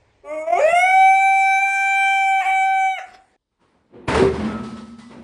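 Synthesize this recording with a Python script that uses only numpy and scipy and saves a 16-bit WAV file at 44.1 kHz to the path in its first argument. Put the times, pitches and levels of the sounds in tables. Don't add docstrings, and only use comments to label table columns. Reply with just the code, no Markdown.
import sys
import numpy as np
from scipy import signal
from scipy.fft import rfft, irfft, next_fast_len
from scipy.io import wavfile
from scipy.ndimage import uniform_filter1d, minimum_filter1d, map_coordinates

SR = 44100
rng = np.random.default_rng(int(sys.argv[2]) if len(sys.argv) > 2 else 0)


def transcribe(signal):
    frames = np.atleast_2d(signal).T
    limited = np.clip(frames, -1, 1)
    pcm = np.round(limited * 32767).astype(np.int16)
    wavfile.write(sys.argv[1], SR, pcm)


def boost_factor(decibels):
    exponent = np.asarray(decibels, float) / 20
    return 10 ** exponent


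N = 231026
TIME = np.arange(N) / SR
CLOCK = np.arange(0, N + 32, 32) / SR
CUT = 3.367
RASP_FLOOR_DB = -71

# time in seconds, pitch in Hz, level in dB.
MOAN = [
    (0.229, 284.2, -58.5),
    (0.251, 281.3, -39.5),
    (0.338, 308.8, -27),
    (0.447, 314.6, -33),
    (.478, 325, -24.5),
    (0.514, 344.8, -25),
    (.535, 347, -17.5),
    (0.569, 375.4, -20.5),
    (0.596, 423.7, -21.5),
]
# time in seconds, rasp level in dB, rasp fall in dB
# per second, level of the half-pitch lines in dB, their fall in dB per second.
BREAKS = [
    (.592, -36, 190, -33, 280),
    (.7, -51, 36, -70, 40),
    (1.635, -58, 3, -80, 5),
    (2.42, -36.5, 150, -33, 220),
    (2.452, -40, 300, -38, 150),
    (2.99, -34, 380, -42.5, 700),
]


def unit(x):
    return x / np.sqrt(np.mean(x ** 2) + 1e-20)


def along(points, hz):
    f, v = np.transpose(points)
    return np.interp(np.log(hz + 1), np.log(f + 1), v)


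def curves(rows):
    s, *columns = np.transpose(rows)
    return [np.interp(TIME, s, c) for c in columns]


def gate(start, stop, fade):
    return np.clip(np.minimum(TIME - start, stop - TIME) / fade, 0, 1)


def bell(s, length):
    return np.interp(TIME, CLOCK, np.exp(-((CLOCK - s) / length) ** 2))


def wobble(rate):
    knots = rng.standard_normal(int(N * rate / SR) + 4)
    return np.interp(TIME, CLOCK, map_coordinates(knots, [CLOCK * rate]))


def noise(spectrum):
    m = next_fast_len(N)
    colour = boost_factor(along(spectrum, np.fft.rfftfreq(m, 1 / SR)))
    return unit(irfft(rfft(rng.standard_normal(m)) * colour, m)[:N])


def patchy_field(shape, bins, frames):
    field = uniform_filter1d(rng.standard_normal(shape), size=bins, axis=0)
    return unit(uniform_filter1d(field, size=frames, axis=1))


def patched(x, patchy_db):
    z = signal.stft(x, nperseg=512)[2]
    gain = boost_factor(patchy_db * patchy_field(z.shape, 4, 10))
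    return unit(signal.istft(z * gain, nperseg=512)[1][:N])


def rings(rows, unsteady_db, drift):
    out = np.zeros(N)
    for s, hz, db, t60, *rise in rows:
        span = slice(round(s * SR), min(round((s + 1.4) * SR), N))
        t = np.arange(span.stop - span.start) / SR
        rise_s = rise[0] if rise else .01
        fall = boost_factor(db - 60 * t / t60 + unsteady_db * wobble(25)[span])
        swell = (1 - np.exp(-t / rise_s)) * fall
        out[span] += swell * np.sin(2 * np.pi * hz * t + drift * wobble(30)[span])
    return out


def room_air():
    # frequency in Hz, level in dB per Hz.
    rumble_colour = [(15, -19), (30, -1), (70, 1), (120, -5), (200, -27.5), (400, -120)]
    # frequency in Hz, level in dB per Hz.
    hiss_colour = [(100, -50), (170, -8), (450, -3.5), (900, -6.5), (1300, -19), (2000, -9), (3200, -20),
                   (5000, -24.5), (9000, -32.5), (11000, -120)]
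    duck_from, duck_to = 0.57, 3.08
    duck = np.clip((TIME - duck_from) / (duck_to - duck_from), 0, 1) * gate(-1, duck_to, .05)
    settle_db = 57 * np.clip(TIME - duck_to - .05, 0, None)
    rumble_db = -62.5 - 17 * duck - settle_db
    rumble_db += 10 * bell(.72, .09)
    rumble_db += 1.5 * wobble(8)
    hiss_db = -64 - 5.5 * duck + 1.5 * wobble(3.2)
    return boost_factor(rumble_db) * noise(rumble_colour) + boost_factor(hiss_db) * patched(noise(hiss_colour), patchy_db=2.0)


def hall(x):
    # frequency in Hz, time to fall by 60 dB in seconds.
    ring_time = [(200, 0.25), (800, 0.55), (3000, 0.34), (8000, 0.042)]
    hz, t, z = signal.stft(rng.standard_normal(SR), SR, nperseg=256)
    tail = signal.istft(z * boost_factor(-60 * t / along(ring_time, hz)[:, None]), SR, nperseg=256)[1]
    late = np.pad(x, (350, 0))
    return signal.fftconvolve(late, tail / np.linalg.norm(tail))[:N]


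def shaking(layer_db, share, slower, still_db):
    # time in seconds, strength in dB, brightness in dB,
    # rise in seconds, time to fall by 60 dB in seconds.
    contacts = [(3.49, -77, 6, 0.033, 3.3), (3.575, -59.5, 4.5, 0.042, 3.04), (3.72, -59, -10, 0.032, 1.6),
                (3.875, -52.5, -2.5, 0.045, 1.5), (3.92, -43, -6, 0.022, 4.2),
                (4.071, -15.5, 2, 0.014, 1.6), (4.133, -14.5, 4, 0.016, 0.52),
                (4.21, -18.5, -21, 0.0099, 0.7), (4.25, -57.5, 14, 0.089, 6.3),
                (4.33, -31, 2.5, 0.029, 2.29), (4.385, -27, -3, 0.015, 1.6), (4.43, -24, 0, 0.022, 0.71),
                (4.49, -27, -1, .03, .8), (4.165, -18, 5, .015, .5), (4.628, -44.5, 9.5, 0.0066, 1.7),
                (4.754, -39, 8, 0.017, 0.54), (4.978, -51, 11.5, 0.011, 1.2),
                (5.08, -37.5, -2.5, 0.036, 2.3)]
    s, db, bright_db, rise, t60 = np.transpose(contacts)[..., None]
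    t = np.clip(CLOCK - s, 0, None)
    fall_db = 60 * t / (t60 * slower)
    each = boost_factor(db + layer_db + share * bright_db - fall_db) * np.clip(t / rise, 0, 1) ** 2
    return np.interp(TIME, CLOCK, np.sqrt(boost_factor(2 * still_db) + np.sum(each ** 2, 0)))


def tumble():
    # frequency in Hz, level in dB per Hz.
    boom = [(12, -62), (25, -38), (50, -16), (73, 6.5), (95, -3), (120, 7), (170, -4), (250, -60),
            (500, -120)]
    # frequency in Hz, level in dB per Hz.
    knock = [(50, -120), (110, -92), (170, 7.5), (300, 7), (500, 3.5), (900, -9), (1300, -66), (2500, -120)]
    # frequency in Hz, level in dB per Hz.
    clatter = [(300, -120), (600, -17), (900, -3), (1400, -9), (2200, -12.5), (3000, -19), (4200, -26),
               (8000, -120)]
    # frequency in Hz, level in dB per Hz.
    rattle = [(1000, -120), (2100, -27), (3000, 0), (5000, -1), (6500, -8), (8000, -8), (9900, -8),
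              (10150, -120)]
    # level in dB, share of the brightness, factor on the ring time.
    layer_laws = [
        (-12.5, -0.1, 1.06),
        (-2.5, -0.16, 0.71),
        (-7.5, 0.8, 0.64),
        (-24, 2, 0.67),
    ]
    tiles_db = [-88, -86, -91, -90]
    lumps_db = (.3, .7, .9, .9)
    bumps = wobble(32)
    out = boost_factor(-82) * noise([(20, -34), (40, -4), (110, -18), (200, -34), (400, -120)])
    for law, still_db, colour, lump_db in zip(layer_laws, tiles_db, (boom, knock, clatter, rattle), lumps_db):
        strength = shaking(*law, still_db) * boost_factor(lump_db * bumps)
        out += strength * patched(noise(colour), patchy_db=1.1)
    return out


def tub():
    # start in seconds, frequency in Hz, level in dB,
    # time to fall by 60 dB in seconds, rise in seconds.
    wall_tones = [(4.155, 449, -12, 0.43, 0.018), (4.19, 384.5, -6, 0.36, 0.029),
                  (4.37, 212.2, -20.5, 1.59, 0.015), (4.4, 233.6, -35.5, 5.5, .03),
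                  (4.48, 1298, -33, 1.3, 0.014), (4.24, 392, -13, .4, .015), (4.52, 233, -29, 1.2, .03),
                  (4.5, 1394, -29.5, 0.39, 0.03), (5.0, 1990, -49.5, 0.51, 0.014),
                  (3.92, 360, -39.5, 1.4, 0.032), (3.92, 249.4, -35.5, 0.91, 0.072),
                  (4.1, 76.3, -21, 1.1, 0.056), (4.55, 125, -31.5, 0.68, .06),
                  (4.93, 237.2, -42.5, 6.1, 0.13), (4.6, 372.5, -37, 0.87, 0.0069),
                  (3.955, 470, -38, 0.31, .015), (3.99, 330, -38, 0.26, .012),
                  (4.8, 290, -49.5, 0.43, 0.02)]
    # time in seconds, level in dB, length in seconds.
    splash = [
        (4.086, -63, 0.018),
        (4.115, -67, .02),
    ]
    edge = noise([(9000, -120), (9800, -4), (10700, 0), (11000, -120)])
    edge_size = sum(boost_factor(db) * np.exp(-((TIME - s) / length) ** 2) for s, db, length in splash)
    return rings(wall_tones, unsteady_db=1.8, drift=0.89) + edge * edge_size


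def lick():
    # time in seconds, level in dB,
    # length in seconds, extra level of the top in dB.
    puffs = [
        (.65, -43, .055, -1.5),
        (2.435, -73, 0.031, 0),
        (3.103, -53.5, 0.054, -7.5),
        (3.15, -51.5, .012, 1),
    ]
    # frequency in Hz, level in dB per Hz.
    body_colour = [(100, -58.5), (300, 0), (1500, -1.5), (2900, -5), (3400, -40)]
    # frequency in Hz, level in dB per Hz.
    top_colour = [(2600, -40.5), (3300, -5), (4300, -9), (5200, -6.5), (6100, -11), (6900, -50)]
    # time in seconds, level in dB, length in seconds.
    steps = [
        (.655, -46, .008),
        (.73, -43, .007),
    ]
    # frequency in Hz, level in dB per Hz.
    paw_colour = [(30, -21), (80, 0), (220, -2), (400, -30)]
    body = sum(boost_factor(db) * bell(s, length) for s, db, length, top_db in puffs)
    top = sum(boost_factor(db + top_db - 2) * bell(s, length) for s, db, length, top_db in puffs)
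    paws = sum(boost_factor(db) * bell(s, length) for s, db, length in steps)
    return noise(body_colour) * body + patched(noise(top_colour), patchy_db=4.5) * top + noise(paw_colour) * paws


def moan():
    # frequency in Hz, gain in dB.
    throat = [(300, -24.5), (630, 6.5), (950, -11), (1260, -11), (1570, -26.5), (1900, -25), (2200, -5.5),
              (2520, -26.5), (2850, -27.5), (3200, -33.5), (3700, -47), (4500, -57.5), (5500, -36),
              (6400, -38)]
    # time in seconds, change in dB, length in seconds.
    gulps = [(.459, -6.5, .008), (.495, -7, 0.0057), (.517, -7.5, .006), (0.531, 2.5, 0.0061),
             (.549, -6, 0.0049)]
    # start in seconds, frequency in Hz, level in dB, time to fall by 60 dB in seconds.
    catches = [(.232, 400, -42, .5), (.24, 680, -42, .4), (.255, 1150, -32, .4), (.33, 2180, -38, .5),
               (.578, 900, -22, .12), (2.975, 760, -29, .5), (2.99, 730, -30, .3), (2.988, 1260, -31, .12),
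               (3.0, 1480, -40, .35), (3.085, 215, -55, .3), (.66, 190, -55, .5)]
    n = SR * 2 // 3
    hz, db = (c[:n] for c in curves(MOAN))
    db = db + sum(gulp_db * bell(s, length)[:n] for s, gulp_db, length in gulps)
    first_db = db - 20.5 + 0.18 * np.abs(hz - 320)
    hz = hz * (1 + .0045 * wobble(90)[:n])
    turn = 2 * np.pi * np.cumsum(hz) / SR
    k = np.arange(1, 19)[:, None]
    size = boost_factor(along(throat, k * hz)) * (k * hz < 6400)
    size *= boost_factor(db - 0.2) / np.sqrt(np.sum(size ** 2, 0))
    size[0] = boost_factor(first_db)
    air = boost_factor(db - 22) * noise(throat)[:n] * (1 + .6 * np.cos(turn))
    air += boost_factor(db - 43) * noise([(4000, -120), (4800, -2.0), (5600, -2.5), (6400, -0.5), (6700, -120)])[:n]
    size *= boost_factor(3.5 * np.array([wobble(30)[:n] for _ in k]))
    pulses = np.sqrt(2) * np.sum(size * np.sin(k * turn), 0)
    voiced = np.pad(pulses + air, (0, N - n)) * gate(MOAN[0][0], MOAN[-1][0] + 0.011, 0.019)
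    return voiced + rings(catches, unsteady_db=3, drift=.8)


def standing():
    # time in seconds,
    # partial number, change in dB, length in seconds.
    spots = [(0.618, 1, -5.5, 0.008), (0.708, 1, -13, .015), (0.737, 3, -18.5, .015), (0.805, 1, -5, 0.038),
             (0.903, 1, -11.5, 0.027), (1.179, 2, -14, 0.018), (1.39, 2, -14.5, 0.061),
             (1.609, 1, -6, .009), (1.637, 1, 2, .02), (1.638, 3, 4.5, 0.0098), (1.298, 2, -5, .2),
             (1.639, 2, -20.5, 0.0082), (2.08, 2, 5, .12), (2.085, 4, 7, 0.19), (2.256, 2, -22.5, .018),
             (2.5, 2, -6.5, 0.042), (2.9, 2, -10.5, 0.025), (2.966, 1, -7.5, 0.012), (1.06, 1, 2.5, .08),
             (1.05, 2, -4, .1), (1.45, 4, -9, 0.38), (1.76, 1, 0, 0.1), (1.8, 2, 4.5, .12),
             (2.34, 1, 3.5, .07), (2.7, 4, 9.5, 0.36), (2.72, 1, 2, .08), (.66, 4, 5.5, 0.038),
             (3.005, 4, -11, .025), (1.696, 3, 0, 0.043), (2.995, 2, 11.5, .015),
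             (1.0, 5, 6, .04), (1.12, 5, -17, .02), (1.28, 5, 5, .04), (1.55, 5, 3.5, .04),
                  (2.08, 5, -6.5, .17), (2.29, 5, -19, .035), (2.37, 5, -9, .04), (2.925, 5, 12, .035),
                  (1.24, 7, -9, .06), (1.639, 7, -11.5, .02), (1.802, 7, 4, .06), (2.35, 7, -5.5, .05),
                  (2.58, 7, -12, .05), (2.85, 7, -12, .09), (.82, 8, 5, .04), (.68, 8, -8, .04),
                  (.9, 6, 8, .04), (1.102, 8, 5, .04), (1.2, 8, -5, .03), (1.55, 8, 6, .03),
                  (1.77, 8, 4.5, .1), (2.012, 8, -6.5, .05), (2.33, 8, -8.5, .04), (2.512, 8, -11, .03),
                  (2.74, 8, -7, .04), (2.828, 8, 4, .04), (1.9, 6, 9, .1), (1.34, 6, 8, .04),
                  (2.08, 6, -13.5, .05), (2.717, 6, -18.5, .06), (2.92, 6, -18.5, .04),
                  (3.0, 5, -18.5, .028), (2.99, 7, -19.5, .04), (2.997, 8, -18, .03), (.7, 5, 6, .06),
                  (.68, 7, -8, .04), (1.03, 4, 6.5, .05), (1.248, 4, -3, .04), (2.96, 4, 6.5, .015),
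                  (3.006, 3, -7.5, .015), (0.653, 1, 3.5, .012), (.674, 1, -8.5, .006), (0.69, 1, 5, .007),
                  (0.725, 1, -8.5, .005), (.735, 1, 4.5, .01), (1.71, 1, -3.5, .02), (2.716, 2, 4, .06)]
    s, k, db, length = np.transpose(spots)[..., None]
    bumps = db * np.exp(-((CLOCK - s) / length) ** 2)
    return [np.interp(TIME, CLOCK, bumps[np.round(k[:, 0]) == n].sum(0)) for n in range(1, 9)]


def unsteady():
    s, rasp_db, rasp_fall, half_db, half_fall = np.transpose(BREAKS)[..., None]

    def peak(db, fall):
        rise_db = 1000 * (s - CLOCK)
        return boost_factor(db - np.maximum(rise_db, fall * (CLOCK - s)))

    rasp = peak(rasp_db, rasp_fall)
    rasp = (boost_factor(RASP_FLOOR_DB) + rasp[:-1].sum(0)) * (CLOCK < s[-1]) + rasp[-1]
    half = boost_factor(-85) + peak(half_db, half_fall).sum(0)
    return [np.interp(TIME, CLOCK, 20 * np.log10(v + 1e-9)) for v in (rasp, half)]


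def howl():
    # time in seconds, pitch in Hz.
    pitch = [
        (.59, 548),
        (.65, 622),
        (.73, 688),
        (.82, 732),
        (.92, 760),
        (1.25, 776),
        (2.14, 770.5),
        (2.33, 764),
        (3.0, 746.5),
    ]
    # time in seconds, level in dB, mouth opening in dB.
    effort = [
        (.59, -23.5, -4.5),
        (.75, -10.5, 2.5),
        (1.0, -11, -3.5),
        (1.55, -12.5, 0.5),
        (1.73, -17, 3.5),
        (2.07, -13, 3),
        (2.38, -16, -0.5),
        (2.87, -18.5, -5.5),
        (3.0, -30, 8.5),
    ]
    # time in seconds, step in Hz.
    slips = [
        (1.585, 9.5),
        (2.62, 6),
    ]
    # frequency in Hz, gain in dB.
    throat = [(550, 5), (780, -6), (1100, -26), (1550, -17.5), (1800, -12.5), (2300, -8.5), (2750, -22.5),
              (3100, -33.5)]
    fade_db = [.4, 1, .4, 1.2]
    # partial number, level in dB under partial 3.
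    high_partials = [(5, -24.5), (6, -51.5), (7, -34), (8, -27)]
    # frequency in Hz, level in dB.
    half_colour = [(390, -24.5), (1150, -4.5), (1900, -7), (2700, -5), (3500, -27), (4300, -30.5),
                   (6000, -31)]
    # frequency in Hz, level in dB per Hz.
    rasp_colour = [(250, -67), (500, -25), (800, -6), (1100, -6), (1600, -5), (1950, 0), (2300, -7),
                   (2900, -19), (3800, -19.5), (4500, -35.5), (5400, -24.5), (6300, -12), (6700, -95.5)]
    start, stop = pitch[0][0], pitch[-1][0]

    hz, level_db, open_db = (uniform_filter1d(c, size=1500) for c in curves(pitch) + curves(effort))
    crack = np.exp(-((TIME - 2.437) / .021) ** 4)
    end_fall = np.exp(np.minimum(TIME - stop, 0) / .021)
    hz = hz - 40 * crack - 165 * end_fall
    hz = hz + sum(step * np.clip((TIME - s) / .02, 0, 1) for s, step in slips)
    level_db = level_db - 10 * crack

    place_db = standing()
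    partial_db = []
    for k, fade in enumerate(fade_db):
        mouth_db = (k / 2 - .5) * open_db
        partial_db.append(level_db + along(throat, (k + 1) * hz) + mouth_db + fade * wobble(6.2))
    upper_db = partial_db[2] + place_db[2] / 2
    partial_db = [db + place for db, place in zip(partial_db, place_db)]

    rasp_db, half_db = unsteady()
    drift, uneven = wobble(40), wobble(300)
    scatter = .02 * np.clip(boost_factor(rasp_db + 36), 0, 1)
    turn = 2 * np.pi * np.cumsum(hz * (1 + .0004 * drift + scatter * uneven)) / SR
    tone = sum(boost_factor(db) * np.sin((k + 1) * turn) for k, db in enumerate(partial_db))
    tone *= 1 + np.clip(boost_factor(rasp_db + 16.5), 0, .5) * uneven
    lost_db = .8 * np.clip(rasp_db + 48, 0, None)
    for k, db in high_partials:
        k = round(k)
        flutter_db = 1.8 * wobble(9.49)
        size = boost_factor(upper_db + db + place_db[k - 1] - lost_db + flutter_db)
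        tone += size * np.sin(k * turn + .3 * wobble(41))
    tone += boost_factor(upper_db - 30 + 3 * drift) * bell(.75, .04) * np.sin(9 * turn)

    half = np.zeros(N)
    for k in range(7):
        size = boost_factor(along(half_colour, (k + .5) * hz) + 3 * wobble(40))
        half += size * np.sin((k + .5) * turn + .55 * (k + 1) * wobble(110))
    voiced = gate(start, stop - .003, 0.0039)
    air = boost_factor(rasp_db) * patched(noise(rasp_colour), patchy_db=5.5) * gate(start, CUT, .01)
    return boost_factor(5.0) * (tone + boost_factor(half_db) * half) * voiced + air


def sheen(x):
    # frequency in Hz, level in dB per Hz.
    treble_colour = [(6550, 11), (7100, 9.5), (7850, 9), (8600, 5.5), (9400, 5.5), (10200, -16.5),
                     (10950, -2), (11500, -21.5), (11800, -27.5), (12200, -14.5), (12750, -0.5),
                     (13500, -4.5), (14300, -20.5), (15100, -19.5), (15500, -33.5)]
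    patches = [
        (76, 112, 64),
        (112, 134, 64),
        (138, 180, 112),
    ]
    # level over it in dB, dB per dB of voice,
    # dB per dB of rasp.
    follow_laws = [
        (-26.5, 0.61, 0.1781),
        (-35, 0.74, 0.0658),
        (-45, 2, 0.38),
    ]
    # frequency in Hz, level in dB, start in seconds, end in
    # seconds.
    steady_tones = [
        (9819, -52, .74, 1.6),
        (11886, -69, .76, 3.0),
    ]
    # frequency in Hz, level in dB per Hz.
    veil_colour = [(11000, -40), (11400, 0), (13500, -3), (14500, -14), (15500, -25)]
    usual_db = -20
    howl_from, voice_end = BREAKS[0][0], BREAKS[-1][0]

    hz, t, z = signal.stft(x, SR, nperseg=512, noverlap=384)
    power = uniform_filter1d(uniform_filter1d(abs(z) ** 2, size=9, axis=0), size=9, axis=1)
    upper_power = abs(power[(hz > 1800) & (hz < 6500)].sum(0))
    voice_db = np.interp(TIME, t, 10 * np.log10(upper_power + 1e-12))
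    moan_rough_db = 23 * gate(-1, howl_from, .01)
    rough_db = np.maximum(unsteady()[0] - RASP_FLOOR_DB, moan_rough_db)

    hoarse_db = np.minimum(-37 + 1.25 * rough_db, -1)
    filler = signal.stft(rng.standard_normal(N), SR, nperseg=512, noverlap=384)[2]
    filler /= np.sqrt(np.mean(abs(filler) ** 2))
    flat = z / np.sqrt(abs(power) + 1e-16) + boost_factor(np.interp(t, TIME, hoarse_db)) * filler
    colour = boost_factor(along(treble_colour, hz)[:, None] + 4.5 * patchy_field(z.shape, 8, 30))

    out = np.zeros(N)
    for f, db, start, stop in steady_tones:
        out += boost_factor(db + 4 + 1.5 * wobble(10)) * np.sin(2 * np.pi * f * TIME) * gate(start, stop, .01)
    veil = patched(noise(veil_colour), patchy_db=3)
    out += boost_factor(-76 + .2 * rough_db) * veil * gate(.55, voice_end + .05, .08)
    flare_db = 6 * bell(.775, .06)
    for (first, last, shift), (over_db, slope, lift) in zip(patches, follow_laws):
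        high = np.zeros_like(z)
        high[first:last] = flat[first - shift:last - shift]
        copy = signal.istft(high * colour, SR, nperseg=512, noverlap=384)[1][:N]
        rasp_lift_db = lift * rough_db * gate(-1, voice_end, 0.057)
        level_db = usual_db + over_db + slope * (voice_db - usual_db) + rasp_lift_db + flare_db
        out += boost_factor(level_db) * unit(copy) * gate(MOAN[0][0], CUT, 0.056)
    return out


def hallway():
    dog = moan() + howl() + lick()
    send_db = -11 - 10 * gate(.9, 3.0, .15)
    near = dog + hall(dog * boost_factor(send_db))
    reach = uniform_filter1d(-minimum_filter1d(-abs(near), size=900), size=900)
    near /= (1 + (abs(reach) / .46) ** 6) ** (1 / 6)
    near += room_air()
    return (near + sheen(near)) * gate(-1, CUT, 0.0055)


def scene():
    bathroom = (tumble() + tub()) * gate(CUT, 9, 0.0039)
    return (hallway() + bathroom)[None]


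def roll_off(x):
    return signal.sosfilt(signal.butter(12, 15590, fs=SR, output="sos"), x)


def record(dry):
    return roll_off(dry)


dry = scene()
out = record(dry)
transcribe(out)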